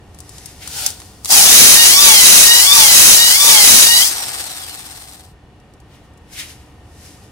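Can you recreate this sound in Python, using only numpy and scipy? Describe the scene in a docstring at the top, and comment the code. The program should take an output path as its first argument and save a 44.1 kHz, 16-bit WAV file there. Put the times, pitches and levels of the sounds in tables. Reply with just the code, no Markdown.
"""An electric drill spins a ball hone in an engine block that stands in a plastic tub, over a workshop's hum.
Ticks and sleeve swishes (shaped noise) lead to a short nudge of the trigger, heard as hiss and a faint growl.
The motor spins up and the hone is stroked up and down the bore: beaded noise with a delayed copy scrapes,
sines tied to the motor speed whine and sag with each plunge, and loud peaks flatten at the close microphone.
Pulled out, the drill coasts to a stop with hiss, hum and rattle; small ticks and swishes follow."""
import sys
import numpy as np
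from scipy import signal
from scipy.fft import rfft, irfft, next_fast_len
from scipy.io import wavfile
from scipy.ndimage import uniform_filter1d

SR = 44100
rng = np.random.default_rng(int(sys.argv[2]) if len(sys.argv) > 2 else 0)


def put_to_file(sound):
    """Save the sound as 16-bit audio at rate SR, in the file named by the first command-line argument."""
    columns = np.atleast_2d(sound).T  # one column per channel
    safe = np.clip(columns, -1, 1)
    whole_steps = np.round(safe * 32767)
    wavfile.write(sys.argv[1], SR, whole_steps.astype(np.int16))


N = 322371
TIME, FREQ = np.arange(N) / SR, np.fft.rfftfreq(next_fast_len(N), 1 / SR) + 1e-3

# Strokes of the hone, each from the top of the bore down and back. Each row: start in seconds, extra motor
# speed on the plunge in rev/s before spin-up, then offsets in dB: scrape on the plunge, scrape on the pull,
# rumble, whine.
STROKES = [(1.33, 0, 0, 4, 6, 0), (2.02, 0.5, -0.5, 1, -3, 0), (2.745, -5, -1, 0, -3.5, -2),
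           (3.445, 4, -1.5, -2, 0, -1.5)]
LAST_TOP_S = 4.13  # the last stroke ends here, clear of the bore


def from_db(db):
    """Decibels to gain."""
    return 10 ** (np.asarray(db) / 20)


def rms_one(x):
    """Scale to unit power."""
    return x / np.sqrt(np.mean(x ** 2) + 1e-20)


def at_hz(points):
    """Read a table of (Hz, value) on a log-frequency axis."""
    hz, value = np.transpose(points)
    return np.interp(np.log(FREQ), np.log(hz), value)


def filtered(x, response):
    """Apply a frequency response."""
    size = next_fast_len(N)
    return irfft(rfft(x, size) * response, size)[..., :N]


def pan(db):
    """Left and right gains; positive dB leans left."""
    return from_db(np.array([[.5], [-.5]]) * db)


def drift(rate):
    """Smooth random wander of rms 1, with `rate` new values per second."""
    knots = rng.standard_normal(N // 100)
    return rms_one(np.interp(TIME * rate, np.arange(len(knots)), knots))


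def swell(s, rise_s, hold_s, fall_s):
    """Attack, hold and release as a gain, full from s on; rise and fall times are for 20 dB."""
    early = np.maximum(s - TIME, 0)
    late = np.maximum(TIME - s - hold_s, 0)
    distance = early / max(rise_s, 1e-3) + late / max(fall_s, 1e-3)
    return from_db(-20 * np.minimum(distance, 10))


def noise(colour, peaks=(), lag_ms=.15):
    """Coloured noise at two microphone ports, partly alike, the alike part later on the right; rms 1."""
    # Tilt between the ports. Each row: frequency in Hz, left over right in dB.
    balance = [(100, 0), (400, 0.3), (800, 0), (1800, 0), (2800, 0.5), (4200, 0.6), (6200, 0), (8000, 5),
               (9500, 10), (12500, 7), (15000, 2.5)]
    # How much the ports share. Each row: frequency in Hz, likeness from 0 to 1.
    likeness = [(60, 1), (300, 0.91), (800, 0.83), (2500, 0.29), (6000, 0.32), (15000, 0.26)]
    level_db = at_hz(colour)
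    for hz, width, db in peaks:
        level_db = level_db + db / (1 + (2 * (FREQ - hz) / width) ** 2)

    # random peaks and dips colour the middle of the range, drawn separately for each channel
    knots = np.arange(0, SR / 2, 55)
    ripple = np.array([np.interp(FREQ, knots, row) for row in rng.standard_normal((2, len(knots)))])
    ripple_db = 3.0 * ripple / (1 + 2 * np.log2(FREQ / 3200) ** 2)
    low_cut = np.minimum(FREQ / colour[0][0], 1) ** 2
    shape = from_db(level_db + ripple_db) * pan(at_hz(balance)) * low_cut

    alike = np.clip(at_hz(likeness), 0, 1)
    lag_s = np.array([[-.5], [.5]]) * lag_ms / 1000
    late = np.exp(-2j * np.pi * np.minimum(FREQ, 10500) * lag_s)
    shared = filtered(rng.standard_normal(N), shape * late * np.sqrt(alike))
    separate = filtered(rng.standard_normal((2, N)), shape * np.sqrt(1 - alike))
    return rms_one(shared + separate)


def grains(per_s, decay_s):
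    """Envelope of equal contacts at random moments, each dying fast; rms 1."""
    hits = 1.0 * (rng.random(N) < per_s / SR)
    power = signal.lfilter([1], [1, -np.exp(-2 / (decay_s * SR))], hits + 1e-18)
    return rms_one(np.sqrt(power))


def strokes_done():
    """Number of strokes made so far, with the fraction of the current one."""
    tops = [row[0] for row in STROKES] + [LAST_TOP_S]
    return np.interp(TIME, tops, np.arange(len(tops)))


def each_stroke(rows):
    """Repeat the columns of a one-stroke shape over all strokes."""
    share, *columns = np.transpose(rows)
    return [np.interp(strokes_done(), share, column, period=1) for column in columns]


def spun_up():
    """Share of full speed reached: the motor closes in exponentially once the trigger is pulled."""
    trigger_s, spin_up_s = 1.25, .13
    return 1 - np.exp(-np.maximum(TIME - trigger_s, 0) / spin_up_s)


def motor_speed():
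    """Revolutions per second: spin up, sag with every plunge, then brake by friction and fan drag."""
    # The motor is dragged down as the hone goes deep. Each row: share of the stroke, speed in rev/s
    # before spin-up and plunge offsets.
    load_sag = [(0, 300), (.09, 289), (.222, 261), (.375, 242.5), (.545, 227), (.685, 238), (.805, 246),
                (.91, 283)]
    done, extra = strokes_done(), np.transpose(STROKES)[1]
    stroke = np.minimum(done.astype(int), len(extra) - 1)
    plunge = np.maximum(np.sin(2 * np.pi * done), 0) * extra[stroke]
    driven = (each_stroke(load_sag)[0] + plunge) * spun_up()
    # friction brakes steadily; at drag_speed (rev/s) the fan drag equals it
    stop_s, brake_rev_per_s2, drag_speed = 5.35, 190, 410
    free = drag_speed * np.tan(np.clip((stop_s - TIME) * brake_rev_per_s2 / drag_speed, 0, 1))
    return np.minimum(driven, free)


def run_down():
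    """Gain of the coasting drill: it dies away, and shrinks to nothing with the speed below 38 rev/s."""
    return swell(4.1, .02, 0, 1.15) * np.minimum(motor_speed() / 38, 1)


def nudged():
    """Gain of the short first turn of the drill, after which the chuck runs on faintly."""
    nudge = swell(0.785, 0.17, 0.091, 0.096)
    run_on = from_db(-7) * swell(0.73, .06, 0.0091, 0.46)
    return np.maximum(nudge, run_on)


def honing():
    """Gains of scrape, rumble and whine: the common stroke, pressed a little differently each time."""
    # What every stroke sounds like. Each row: share of the stroke, then relative levels in dB: scrape,
    # rumble of the block, fan whine.
    stroke_sound = [(.08, -1, -41, -8.5), (.22, -4.5, -42.5, -7.5), (.33, 1, -31.5, -14.5),
                    (.46, 0.5, -25.5, -25), (.56, 0, -36.5, -25.5), (.68, -9, -44, -12.5),
                    (.8, -6, -48, -15), (.92, -10, -47.5, -15)]
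    _, _, plunge_db, pull_db, rumble_db, whine_db = np.transpose(STROKES)
    halves = (np.arange(2 * len(STROKES)) + .5) / 2
    scrape_db = np.ravel([plunge_db, pull_db], "F")  # plunge and pull in turn
    own_db = [scrape_db, np.repeat(rumble_db, 2), np.repeat(whine_db, 2)]
    # the beads bite and later leave the bore
    bite_s, leave_s = 1.3225, 4.075
    in_bore = swell(bite_s, 0.042, leave_s - bite_s, 0.047)
    return [in_bore * from_db(common + np.interp(strokes_done(), halves, own))
            for common, own in zip(each_stroke(stroke_sound), own_db)]


def workshop():
    """Low room noise and a machine hum of sines that waver in level and phase."""
    # Hum tones. Each row: frequency in Hz, relative level in dB.
    hum_tones = [(62, -55.5), (80.7, -60), (301.5, -60.5), (446.8, -67.5), (732, -62), (1820, -68)]
    # Room noise. Each row: frequency in Hz, relative dB per Hz.
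    room_colour = [(12, -65.5), (20, -24), (76, -5.5), (266, -20.5), (298, -14), (324, -22), (362, -20.5),
                   (667, -26), (725, -23), (1720, -35), (1870, -28.5), (2030, -37), (2450, -35.5),
                   (2850, -37), (3640, -41), (9930, -52), (15500, -64)]
    hum = 0
    for hz, db in hum_tones:
        level = from_db(db + 1.1 * drift(7.9)) * np.sqrt(2)
        hum = hum + level * np.sin(2 * np.pi * hz * TIME + 0.48 * drift(4.3))
    return hum * pan(0.3) + from_db(-42.5) * noise(room_colour, lag_ms=.01)


def cloth():
    """Sleeve and hand slide on the drill: a dull swish of friction noise with a finer rustle on top."""
    # Slides. Each row: start of the fall in seconds, bright rustle in relative dB, dull swish in
    # relative dB, rise in seconds, fall in seconds.
    slides = [(.36, -46, -57, 0.28, 0.42), (.49, -45.5, -51, 0.28, 0.17), (.625, -41, -38.5, 0.029, 0.15),
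              (5.945, -58.5, -54, .1, 0.15), (6.05, -63, -68, .04, .06), (6.335, -41.5, -52, 0.04, .15),
              (6.4, -31.5, -29.5, 0.068, 0.078), (6.505, -42, -45, 0.17, 0.092),
              (6.6, -57.5, -57.5, 0.103, .3), (7.06, -46, -52.5, 0.21, 0.27), (7.24, -56, -60, .08, 0.14)]
    # Fine rustle, then dull swish. Each row: frequency in Hz, relative dB per Hz.
    rustle_colour = [(1500, -5), (3000, -11), (5000, 0.5), (9500, -3.5), (11500, -7), (13500, -11),
                     (16000, -22)]
    swish_colour = [(600, -18), (1200, -15), (1900, 2), (2900, 4), (4200, -2), (7000, -15)]
    power = 0
    for s, bright_db, dull_db, rise_s, fall_s in slides:
        power = power + (from_db([[bright_db], [dull_db]]) * swell(s, rise_s, 0, fall_s)) ** 2
    bright, dull = np.sqrt(power)
    rustle = from_db(3.0) * bright * noise(rustle_colour, lag_ms=0.036)
    return rustle + from_db(1.5) * dull * noise(swish_colour, lag_ms=0.052)


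def ticks():
    """Each touch is a sharp crack of noise with a short, softer tail."""
    # Ticks of trigger, chuck and hone beads. Each row: start in seconds, relative level in dB,
    # change below 4 kHz in dB, left over right in dB.
    touches = [(0.146, -31.5, -6, -1), (0.188, -26, -3, 0), (0.2035, -23, -8, 3), (0.293, -24.5, -12, 4),
               (0.3822, -25, 6, 2), (0.4585, -17.5, -22, 7.5), (0.6754, -14.5, 2, 1),
               (0.8633, 4, -12, -1.5), (0.904, -15, -14, -1), (1.0012, -25, 5, -1), (1.018, -33.5, 16, -6),
               (1.0575, -32, 0, -1), (1.2473, -10, -5.5, 0), (1.2568, -9.5, 2, -6.5), (1.3053, 1, 1.5, -3),
               (4.4403, -18, -11, 7), (4.456, -26, -13, 7), (5.6007, -44.5, -4, -4), (5.7372, -39, -5, -3),
               (5.8017, -38, -11, -1), (6.1364, -47.5, -6, 0.0), (6.175, -40.5, -16, 8)]
    # Tick spectrum. Each row: frequency in Hz, relative dB per Hz.
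    tick_colour = [(300, -23.5), (900, 0.5), (2000, -8), (5000, 5), (9000, 6), (12000, -3), (16000, -11)]
    sound = noise(tick_colour, lag_ms=0.047)
    low = filtered(sound, 1 / (1 + (FREQ / 4000) ** 4))
    out = np.zeros((2, N))
    for s, level_db, low_db, side_db in touches:
        start = max(int(s * SR), 0)
        span = slice(start, start + SR // 5)
        age = TIME[:len(TIME[span])]
        # crack, body and tail
        fade = .7 * np.exp(-age / .0004) + np.exp(-age / .004) + from_db(-18) * np.exp(-age / .016)
        toned = sound[:, span] + (from_db(low_db) - 1) * low[:, span]
        out[:, span] += from_db(level_db - 9.0) * fade * pan(side_db) * toned
    return out


def gearbox():
    """While speeding up, slack teeth knock and the gear case growls; coasting, it mostly hums."""
    # Growl of the case, then its one resonance while coasting. Each row: frequency in Hz, relative dB per Hz.
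    growl_colour = [(300, -30), (560, -16.5), (740, -2), (850, -1), (1050, -13), (2000, -29)]
    gear_hum_colour = [(500, -24), (680, -9.5), (745, 1.5), (820, -7), (1000, -14.5), (2000, -34.5)]
    spin_up = swell(1.302, 0.016, 0.19, .12)
    level = from_db(-44.5) * nudged() + from_db(-24) * spin_up + from_db(-39) * run_down()
    growl = level * grains(per_s=170, decay_s=0.01) * noise(growl_colour, lag_ms=0.063)
    return growl + from_db(-44) * np.sqrt(run_down()) * noise(gear_hum_colour, lag_ms=.07)


def drill_air():
    """Air and brushes hiss through the housing; unloaded, the gears rattle and the hone sways on its shaft."""
    # Hiss of the nudge, then of the coasting drill. Each row: frequency in Hz, relative dB per Hz.
    nudge_colour = [(150, -40.5), (250, -9), (318, -17), (603, -7.5), (669, -19), (742, -1.5),
                    (1120, -18.5), (1460, -2.5), (1610, -10), (4960, 0), (8770, -3), (15500, -11.5)]
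    air_colour = [(150, -35), (250, -8), (490, -6.5), (729, -13), (882, -10), (961, -10), (1070, -4),
                  (1890, -2), (2280, -3), (5130, 1), (6420, -4), (8770, -2), (11400, -9), (14000, -13),
                  (15500, -15)]
    # Housing resonances. Each row: frequency in Hz, width in Hz, boost in dB.
    housing = [(5300, 740, 0), (8450, 1400, 6), (13500, 960, 10.5)]
    sway_s, sways_per_s = 4.175, 17.6  # moment of one outward swing, and rate
    sway = from_db(2.0 * np.cos(2 * np.pi * sways_per_s * (TIME - sway_s)))
    rattle = rms_one(1.5 + grains(per_s=290, decay_s=0.0027))
    nudge = nudged() * noise(nudge_colour, lag_ms=0.028)
    coast = run_down() * sway * rattle * pan(0.36) * noise(air_colour, housing, lag_ms=0.17)
    return from_db(-23.5) * nudge + from_db(-21.5) * coast


def whine():
    """Fan blades and commutator bars sing at multiples of the motor speed; gear teeth join as load slows it."""
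    # Motor tones. Each row: multiple of the motor speed, relative level under power in dB,
    # relative level coasting in dB, left over right in dB.
    motor_orders = [(3.94, -1, -9, -3.5), (7.94, 2, -15, -4), (12.08, -1.5, -39, 11), (16.12, 2, -32, -2),
                    (19.36, -2, -21, -10.5), (23.8, -8, -7.5, -12.5), (34.8, -4.5, -11, 14.5),
                    (44.6, -12.5, -19, 5.5)]
    # How well the drill body radiates a tone. Each row: frequency in Hz, gain in dB.
    radiation = [(500, -27.5), (720, -26), (830, -20.5), (930, -16), (1000, -25), (1180, -5.5), (1400, -13),
                 (1850, -4.5), (2400, -9.5), (2900, -1.5), (3250, -2.5), (3550, 4.5), (3900, -2),
                 (4400, -4.5), (4900, -6.5), (5600, -2), (6400, -10.5), (10000, -8.5)]
    speed = motor_speed()
    turns = np.cumsum(speed * (1 + .003 * drift(220))) / SR
    # the whine needs nearly full speed, and fades as the trigger is let go
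    released = swell(0, 0, 4.02, 0.047)
    powered = honing()[2] * spun_up() ** 9 * released
    coasting = from_db(-25.5) * run_down() * np.clip(speed / 120, 0, 1) ** 4
    carried = from_db(at_hz(radiation))

    def line(order, side_db, loaded, free):
        """One tone with random level flutter, partly separate in each channel; less coloured when free."""
        flutter = from_db(2 * drift(28) + 3.2 * np.array([drift(90), drift(90)]) - 1.5)
        port_lead = np.array([[.5], [-.5]]) * speed * .00016  # 0.16 ms between the ports
        cycles = order * (turns + port_lead) + rng.random()
        colour = np.interp(order * speed, FREQ, carried)
        level = loaded * colour + free * np.sqrt(colour)
        return np.sin(2 * np.pi * cycles) * flutter * pan(side_db) * level

    slowing = uniform_filter1d(1. * (np.gradient(speed) < 0), size=3000)
    total = line(3.13, -1, powered * from_db(-3.5 + 9.7 * slowing), 0)  # gear teeth
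    fan = powered * from_db(1 - 4 * slowing)
    for order, power_db, coast_db, side_db in motor_orders:
        total = total + line(order, side_db, fan * from_db(power_db), coasting * from_db(coast_db))
    return total


def moving_comb(x):
    """A delayed copy of the 2.4-4.6 kHz band, its lag varying with the stroke, makes moving peaks and notches."""
    top_ms, bottom_ms = 1.2, 2.9  # lag at the top and at the bottom of the stroke
    sunk = (1 - np.cos(2 * np.pi * strokes_done())) / 2
    lag_s = (top_ms + (bottom_ms - top_ms) * sunk) / 1000
    band_pass = signal.butter(2, (2400, 4600), "band", fs=SR, output="sos")
    band = signal.sosfilt(band_pass, x)
    return x + from_db(-5) * np.array([np.interp(TIME - lag_s, TIME, side) for side in band])


def hone():
    """Abrasive beads scour the bore and shake the block; a harder scrape takes on the deep bore's colour."""
    # Scrape of the beads, then rumble of the block. 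Each row: frequency in Hz, relative dB per Hz.
    scrape_colour = [(300, -27.5), (600, -17.5), (800, -17), (1450, -12.5), (2200, -9), (2700, -7),
                     (3500, -7.5), (4900, -1.5), (6000, -1), (7500, -2.5), (10200, -3.5), (11500, -5.5),
                     (15000, -8), (17000, -5)]
    rumble_colour = [(20, -6.5), (60, -6), (150, -3.5), (225, 7.5), (330, -3), (600, -3), (1500, -42.5)]
    # Peaks and notches of the cylinder with the hone at its mouth, then deep inside.
    # Each row: frequency in Hz, width in Hz, boost in dB.
    bore_mouth = [(797, 170, 6.5), (2200, 300, 0), (2520, 470, -4), (2950, 130, 3), (3970, 250, -3.5),
                  (4880, 360, 2), (10800, 1100, -0.5)]
    bore_deep = [(1910, 120, 3.5), (2804, 70, 4), (3450, 310, -1.5), (3880, 150, 7), (4050, 120, -1),
                 (6280, 620, 3.5), (9400, 530, 2.5), (10320, 450, 5)]
    scrape, rumble, _ = honing()
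    depth = np.clip((20 * np.log10(scrape) + 7) / 6.5, 0, 1)
    mouth = np.sqrt(1 - depth) * noise(scrape_colour, bore_mouth, lag_ms=.15)
    deep = np.sqrt(depth) * noise(scrape_colour, bore_deep, lag_ms=0.1488)
    beads = grains(per_s=2600, decay_s=0.0024)
    scouring = from_db(0.92) * scrape * beads * moving_comb(mouth + deep)
    return scouring + from_db(-0.5) * rumble * noise(rumble_colour, lag_ms=0.086)


def scene():
    """All sources at the microphone; the workshop sinks slowly under the drill and comes back."""
    hum_dip_db = -3.5 * swell(4.37, 3.0, 0.6, 3.1)
    background = from_db(hum_dip_db) * workshop()
    return background + cloth() + ticks() + gearbox() + drill_air() + whine() + hone()


def record(dry):
    """The input overloads with flat tops, then the treble ends steeply at 15.85 kHz."""
    clipped = dry / (1 + (np.abs(dry) / .93) ** 8) ** (1 / 8)
    treble_end = 1 / (1 + (FREQ / 15850) ** 200)
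    return np.clip(filtered(from_db(.3) * clipped, treble_end), -1, 1)


dry = scene()
out = record(dry)
put_to_file(out)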